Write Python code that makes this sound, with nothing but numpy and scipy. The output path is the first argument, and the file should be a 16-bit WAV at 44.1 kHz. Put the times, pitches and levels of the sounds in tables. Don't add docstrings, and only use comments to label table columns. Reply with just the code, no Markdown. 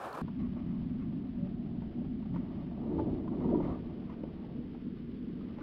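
import sys
import numpy as np
from scipy import signal
from scipy.fft import rfft, irfft
from scipy.io import wavfile
from scipy.ndimage import uniform_filter1d, map_coordinates

SR = 44100
rng = np.random.default_rng(int(sys.argv[2]) if len(sys.argv) > 2 else 0)


def digitize_waveform(pressure):
    field = np.atleast_2d(pressure).T
    bounded = np.clip(field, -1, 1)
    quanta = np.round(bounded * 32767).astype(np.int16)
    wavfile.write(sys.argv[1], SR, quanta)


def ratio_of_db(decibels):
    return 10 ** (np.asarray(decibels, float) / 20)


N = 247842
TIME_S = np.arange(N) / SR
FFT_LEN = 6 * SR


def unit(x):
    return x / np.sqrt(np.mean(x ** 2) + 1e-20)


def along(points, hz):
    point_hz, gain_db = np.transpose(points)
    return ratio_of_db(np.interp(np.log(hz + 1), np.log(point_hz + 1), gain_db))


def curves(rows):
    at_s, *columns = np.transpose(rows)
    return [np.interp(TIME_S, at_s, column) for column in columns]


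def wobble(rate_hz):
    knots = rng.standard_normal(int(N * rate_hz / SR) + 4)
    return map_coordinates(knots, [np.arange(N) * rate_hz / SR])


def bumps(rows, width_s):
    return sum(height * np.exp(-.5 * ((TIME_S - s) / width_s) ** 2) for s, height in rows)


def filtered(x, response):
    return irfft(rfft(x, FFT_LEN) * response(np.fft.rfftfreq(FFT_LEN, 1 / SR)), FFT_LEN)[:N]


def modes(table):
    def response(f):
        total = 0
        for k, (hz, width_hz, db) in enumerate(table):
            damping = 1j * f * width_hz
            total = total + (-1) ** k * ratio_of_db(db) * damping / (hz * hz - f * f + damping)
        return total
    return response


def noise(spectrum):
    return unit(filtered(rng.standard_normal(N), lambda hz: along(spectrum, hz)))


def scuffs(rate_hz, spread_db, smooth):
    hit, size, sign = rng.random((3, N))
    size_gain = ratio_of_db(-spread_db * np.log(size + 0.00049))
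    grains = (hit < rate_hz / SR) * size_gain * np.sign(sign - .5)
    return unit(grains) + smooth * rng.standard_normal(N)


def evened(x, span_s, share):
    span = int(span_s * SR)
    power = np.abs(uniform_filter1d(uniform_filter1d(x ** 2, span), span)) + 1e-20
    return unit(x / power ** (np.clip(share, 0, 1) / 2))


# freq_hz, density_db_per_hz
OPEN_AIR_SPECTRUM = [(15, -40), (45, -15), (150, -9), (250, -7), (460, -5), (600, -4.5), (715, -3.5),
                     (850, -4), (1250, -6), (1780, -15), (1980, -26), (2300, -22.5), (6000, -38.5),
                     (11500, -41), (15700, -48.5)]
# time_s, level_db
GRASS_LEVEL = [(0.0, -43), (0.036, -40.5), (0.14, -44.5), (0.15, -39.5), (0.166, -44), (0.188, -40.5),
               (0.206, -46), (0.215, -38.5)]
# start_s, level_db, pitch_hz
STALK_SNAPS = [
    (.097, -72, 4500),
    (0.129, -47, 4300),
    (0.059, -57, 9230),
]
# freq_hz, width_hz, level_db
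INSECT_SONG = [(11830, 82, -84.5)]


def open_air():
    air = ratio_of_db(curves(GRASS_LEVEL)[0] + wobble(110)) * noise(OPEN_AIR_SPECTRUM)
    for hz, width_hz, db in INSECT_SONG:
        song = unit(filtered(rng.standard_normal(N), modes([(hz, width_hz, 0)])))
        air += ratio_of_db(db + 3.2 * wobble(39)) * song
    for start_s, db, hz in STALK_SNAPS:
        t = np.maximum(TIME_S - start_s, 0)
        rough_phase = 0.51 * rng.standard_normal(N)
        air += ratio_of_db(db - 60 * t / 0.015) * np.sin(2 * np.pi * hz * t + rough_phase) * (t > 0)
    return air


# time_s, drag_db, dryness_db
HANDLING_CURVE = [(0.22, -65.5, 7), (0.6, -61.5, 3.5), (1.2, -64.5, 3.5), (1.92, -60.5, -4.5),
                  (2.2, -65, 1), (2.45, -60, 3), (2.74, -60, 0.5), (2.83, -55.5, -3), (2.99, -51.5, -6.5),
                  (3.26, -57.5, -3), (3.42, -53.5, 0), (3.55, -49.5, -7), (3.63, -53.5, 4),
                  (3.74, -54.5, 3), (3.82, -62, 4.5), (4.4, -62.5, 3), (5.06, -72.5, 10.5),
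                  (5.62, -65, 9.5)]
REST_DB = -60


def handling():
    drag_db, dry_db = curves(HANDLING_CURVE)
    return drag_db - REST_DB, dry_db


# freq_hz, density_db_per_hz
HISS_SPECTRUM = [(400, -18.5), (700, -10), (1000, -6.5), (1600, -8), (2500, -11), (3300, -11), (3800, -13),
                 (4000, -16.5)]
# freq_hz, level_db
WHINE_TONES = [(2977, -88)]
HISS_DB, HISS_DB_PER_CLOTH_DB = -65.5, .25


def electronics():
    whine = 0
    for hz, db in WHINE_TONES:
        whine = whine + ratio_of_db(db + 3) * np.sin(2 * np.pi * hz * TIME_S + 1.2 * wobble(20))
    drag_db, dry_db = handling()
    cloth_db = HISS_DB_PER_CLOTH_DB * np.maximum(drag_db + 1.5 * dry_db + 0.5, 0)
    return ratio_of_db(HISS_DB + cloth_db + 0.69 * wobble(40)) * noise(HISS_SPECTRUM) + whine


# freq_hz, density_db_per_hz
HEAVE_SPECTRUM = [(30, -33.5), (70, 1.5), (120, -1), (170, -3), (260, -44.5)]
# time_s, gain_db
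CASE_PUSHES = [(.4, 10), (.65, 5), (.9, 5.5), (1.45, 3), (1.72, 4.5), (1.99, -3), (2.81, 4.5), (3.0, 9.5),
               (3.15, 9), (3.56, 0), (3.68, 11), (5.51, -3.5)]
PUSH_S = .04
HEAVE_DB, HEAVE_DB_PER_DRAG_DB = -57.5, 1.1


def heave():
    drag_db, _ = handling()
    level_db = HEAVE_DB + HEAVE_DB_PER_DRAG_DB * drag_db + 0.89 * bumps(CASE_PUSHES, PUSH_S)
    return ratio_of_db(level_db) * evened(noise(HEAVE_SPECTRUM), span_s=.04, share=0.5)


# time_s, level_db
WIND_STRENGTH = [(0.22, -36), (0.31, -38.5), (0.35, -43.5), (0.41, -36.5), (0.6, -38.5), (0.7, -38),
                 (0.73, -37.5), (1.35, -38.5), (1.38, -38.5), (1.95, -39.5), (1.98, -36.5), (3.06, -41.5),
                 (3.14, -34), (3.17, -40), (3.56, -36.5), (3.94, -43), (4.76, -43), (5.62, -42.5)]
# time_s, gain_db
EDDY_SURGES = [(.44, 4), (.51, 1.5), (.7, 1.5), (1.07, 2.5), (1.16, -2.5), (1.33, -4.5), (1.44, 6.5),
               (1.62, -0.5), (1.78, 2), (1.93, -8.5), (2.0, 1), (2.34, 1), (2.58, 3.5), (2.63, -3.5),
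               (2.75, 0.5), (3.08, 1.5), (3.32, 4), (3.46, 3.5), (3.62, 2), (4.2, -0.5), (4.59, 5),
               (4.87, 5), (5.15, 4)]
# freq_hz, width_hz, gain_db
CAVITY_LOW = [(168.6, 50.5, -3.5), (246.9, 36.3, 2.5)]
# freq_hz, width_hz, gain_db
CAVITY_HIGH = [(315.2, 69, 5), (413, 94, -5.5)]
# freq_hz, width_hz, gain_db
PORT_MODE = [(442, 110, 0)]
# freq_hz, density_db_per_hz
BUFFET_SPECTRUM = [(8, -20), (30, -7.5), (55, -6), (110, -7), (170, -19), (300, -54)]
# rest_db, db_per_drag_db
AIR_DRAG = [(-50, 1.6948), (-67, 2.59), (-61, 1.16)]
SURGE_S, WANDER_DB, EDDY_DB = 0.014, 1.5, 1.5
TURN_S, TURN_TAKES_S = 2.6, 1.2
UPPER_DB, UPPER_FACING_DB = -16, 9
PORT_DB, PORT_FACING_DB = -37.5, 20.5
BUFFET_DB, BUFFET_FACING_DB = -11.5, 1.5


def wind():
    boom_db, drag_db = curves(WIND_STRENGTH)[0], handling()[0]
    facing = np.clip((TIME_S - TURN_S) / TURN_TAKES_S, 0, 1)

    def walled(table):
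        return lambda f: modes(table)(f) / (1 + 1j * f / 420) ** 4

    air = rng.standard_normal(N)
    eddies = 0
    for k, mode in enumerate(CAVITY_LOW):
        eddies = eddies + (-1) ** k * ratio_of_db(WANDER_DB * wobble(10)) * filtered(air, walled([mode]))
    boom = evened(eddies, span_s=0.029, share=0.68) * ratio_of_db(bumps(EDDY_SURGES, SURGE_S))

    upper = filtered(scuffs(300, spread_db=3.0, smooth=0.92), walled(CAVITY_HIGH))
    upper = evened(upper, span_s=0.026, share=.8)
    port = filtered(scuffs(300, spread_db=3.5, smooth=1.3), lambda f: modes(PORT_MODE)(f) ** 2)
    port = evened(port, span_s=0.088, share=.6)
    buffet = evened(noise(BUFFET_SPECTRUM), span_s=0.059, share=1.0)
    buffet = buffet * ratio_of_db(0.23 * bumps(CASE_PUSHES, PUSH_S))

    out = ratio_of_db(boom_db + EDDY_DB * wobble(14)) * boom
    blown = ((UPPER_DB, UPPER_FACING_DB), (PORT_DB, PORT_FACING_DB), (BUFFET_DB, BUFFET_FACING_DB))
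    for layer, (db, facing_db), (rest_db, db_per_drag_db) in zip((upper, port, buffet), blown, AIR_DRAG):
        from_wind = ratio_of_db(boom_db + db + facing_db * facing)
        from_drag = ratio_of_db(rest_db + db_per_drag_db * drag_db)
        out = out + np.hypot(from_wind, from_drag) * ratio_of_db(EDDY_DB * wobble(12)) * layer
    return out


CREAK_S, CREAK_LASTS_S, CREAK_HZ, CREAK_RISE_HZ_PER_S = 1.372, .11, 558, 220
CREAK_DB, CREAK_SWELL_DB_PER_S = -56, 54


def creak():
    t = TIME_S - CREAK_S
    gate = np.clip(np.minimum(t, CREAK_LASTS_S - t) / .015, 0, 1)
    held_s = np.clip(t, 0, CREAK_LASTS_S)
    hz = CREAK_HZ + CREAK_RISE_HZ_PER_S * held_s
    level_db = CREAK_DB + CREAK_SWELL_DB_PER_S * held_s + 0.5 * wobble(39.15)
    return gate * ratio_of_db(level_db) * np.sin(2 * np.pi * np.cumsum(hz) / SR)


# freq_hz, width_hz, gain_db
WALL_LOW = [(564, 59, 3), (720.5, 170, 1.5)]
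# freq_hz, width_hz, gain_db
WALL_MIDDLE = [(892, 170, 0)]
# freq_hz, width_hz, gain_db
WALL_HIGH = [(1092, 260, 1), (1315, 340, -2), (2000, 420, -7)]
# rest_db, db_per_drag_db, db_per_dryness_db
WALL_DRAG = [(-60.5, 1.2, 0), (-69, 1.65, .6), (-72.5, 1.86, 1.1)]


def rubbing():
    lumps, out = ratio_of_db(1.5 * wobble(45)), 0
    drag_db, dry_db = handling()
    for (rest_db, per_drag, per_dry), table in zip(WALL_DRAG, (WALL_LOW, WALL_MIDDLE, WALL_HIGH)):
        grains = lumps * scuffs(500, spread_db=1.95, smooth=1.2)
        rub = evened(filtered(grains, lambda f: modes(table)(f) ** 2), span_s=0.21, share=0.16)
        out = out + ratio_of_db(rest_db + per_drag * drag_db + per_dry * dry_db) * rub
    return out


# time_s, level_db
CLOTH_SLIPS = [(0.409, -64.5), (.45, -64), (0.587, -61.5), (.7, -65), (.76, -70.5), (1.02, -64),
               (2.362, -60.5), (2.61, -67), (3.641, -60), (4.108, -62.5), (4.44, -72), (5.412, -74.5),
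               (5.61, -59)]
RUSTLE_S = 0.021


def rustles():
    def bright_wall(f):
        return modes(WALL_HIGH)(f) ** 2 * ratio_of_db(7.2 * np.log2(f / 1200 + .1))

    slips = bumps([(s, ratio_of_db(db)) for s, db in CLOTH_SLIPS], RUSTLE_S)
    return slips * unit(filtered(scuffs(900, spread_db=1.0, smooth=0.95), bright_wall))


# start_s, nominal peak_db, nominal
# pitch_hz (sounds 1.23 times higher)
CASE_JOLTS = [(1.435, -34.5, 238), (1.649, -27.5, 225), (2.994, -24.5, 310), (3.069, -29.5, 358),
              (3.456, -20, 261.6), (3.502, -24, 319), (3.537, -14.5, 245.4), (4.235, -22.5, 222.4),
              (4.2345, -33.5, 438), (4.585, -32, 199), (3.571, -24, 261.6), (5.6138, -30, 200)]


def jolts():
    out = np.zeros(N + SR)
    t = np.arange(SR // 20) / SR
    from_peak_s = t - .004
    for start_s, db, hz in CASE_JOLTS:
        push = ratio_of_db(db - 5.0 - 34 * (from_peak_s / 0.0055) ** 2)
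        out[round(start_s * SR):][:len(t)] -= push * np.cos(2 * np.pi * 1.23 * hz * from_peak_s)
    return out[:N]


# start_s, peak_db, ring_hz, thud_db
WAIT_TICKS = [(0.28, -40.5, 970, -3), (0.397, -50.5, 765, 5), (0.567, -52.5, 845, 7.5),
              (1.02, -56.5, 1093, -1), (1.124, -51.5, 880, -14), (1.469, -51, 760, -9),
              (1.659, -52.5, 766, -6), (1.819, -48.5, 920, -4), (2.015, -56, 906, 14),
              (2.044, -49.5, 767, -1), (2.225, -52, 920, -8.5), (2.255, -48.5, 767, 2),
              (2.342, -46.5, 890, 5.5), (2.358, -38, 936, -1.5), (2.711, -56, 851, 10),
              (3.277, -40.5, 1030, -14), (3.748, -46, 1160, -6), (4.02, -48.5, 774, -6),
              (4.098, -43.5, 1005, -12), (4.124, -48, 880, -10.5), (4.137, -57.5, 1516, -16),
              (4.234, -45, 916, 12), (4.429, -52, 894, -6), (4.442, -50.5, 820, -1), (4.745, -45, 780, -6),
              (5.408, -51, 1240, -24), (5.583, -43, 850, 4), (5.6096, -47.5, 1470, -14)]
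# start_s, peak_db, ring_hz, thud_db
GUN_TICKS = [(2.982, -36.5, 910, -3), (2.991, -28, 875, 2.5), (3.029, -48.5, 760, -3),
             (3.311, -65.5, 920, 0), (3.346, -75, 780, 0), (3.404, -41, 970, -2), (3.444, -41.5, 930, 8.5),
             (3.489, -37.5, 930, -12), (3.526, -52, 1040, 24.5), (3.546, -32, 962, 2),
             (3.559, -50, 855, 10.5), (3.6, -35.5, 908, 5.5), (3.645, -41.5, 912, 3), (3.686, -44, 958, 2),
             (3.699, -45, 1147, -23)]
SNAP_LAGS = 0.78


def ticks(rows, contact_s, snap_db, rattle_db):
    out = np.zeros(N + SR)
    t = np.arange(SR // 10) / SR

    def band(lo_hz, hi_hz):
        sos = signal.butter(N=3, Wn=[lo_hz, hi_hz], btype="band", fs=SR, output="sos")
        raw = rng.standard_normal((len(rows), len(t) + 500))
        return unit(signal.sosfilt(sos, raw)[:, 500:])

    u = t / contact_s
    contact = np.e * u * np.exp(-u)
    ring_envelope = ratio_of_db(2.5 - 60 * u / 14) * (1 - np.exp(-2 * u))
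    bands = band(800, 1350), band(1800, 3200), band(500, 630)
    for (start_s, db, hz, thud_db), rattle, snap, thud in zip(rows, *bands):
        ring = ring_envelope * np.sin(2 * np.pi * hz * t)
        burst = ratio_of_db(rattle_db) * rattle + ratio_of_db(thud_db - 6.5) * thud
        burst = burst + ratio_of_db(snap_db - SNAP_LAGS * (db + 55) - 10.5) * snap
        out[round(start_s * SR):][:len(t)] += ratio_of_db(db - 3.0) * (ring + contact * burst)
    return out[:N]


# freq_hz, gain_db
RESAMPLER_GAIN = [(3000, 0.5), (4000, -3.5), (5000, -11.5), (5500, -18.5), (6200, -30.5), (7000, -50),
                  (7600, -97), (8400, -99), (9500, -38), (11000, -28.5), (12000, -25), (13000, -32),
                  (14500, -48.5), (15500, -84.5)]
CASE_RATE_HZ = 8000


def low_rate(x):
    z, period = rfft(x, FFT_LEN), FFT_LEN * CASE_RATE_HZ // SR
    k = np.arange(len(z)) % period
    folded = np.where(k > period // 2, np.conj(z[period - k]), z[k])
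    return irfft(folded * along(RESAMPLER_GAIN, np.fft.rfftfreq(FFT_LEN, 1 / SR)), FFT_LEN)[:N]


CUT_S, CUT_TAKES_S = .2168, .003


def scene():
    taps = ticks(WAIT_TICKS, contact_s=0.0036, snap_db=-3, rattle_db=-11)
    taps = taps + ticks(GUN_TICKS, contact_s=.005, snap_db=-15.5, rattle_db=-17)
    air = electronics() + heave() + wind()
    shell = creak() + rubbing() + rustles() + jolts() + taps
    cased = low_rate(air + shell)
    fade = np.sin(np.pi / 2 * np.clip((TIME_S - CUT_S) / CUT_TAKES_S + .5, 0, 1)) ** 2
    return ((1 - fade) * open_air() + fade * cased)[None]


def low_pass(x):
    return signal.sosfilt(signal.butter(12, 15700, fs=SR, output="sos"), x)


CONVERTER_DB = -99


def record(dry):
    grain = ratio_of_db(CONVERTER_DB) * rng.standard_normal(dry.shape)
    return low_pass(dry + grain)


dry = scene()
out = record(dry)
digitize_waveform(out)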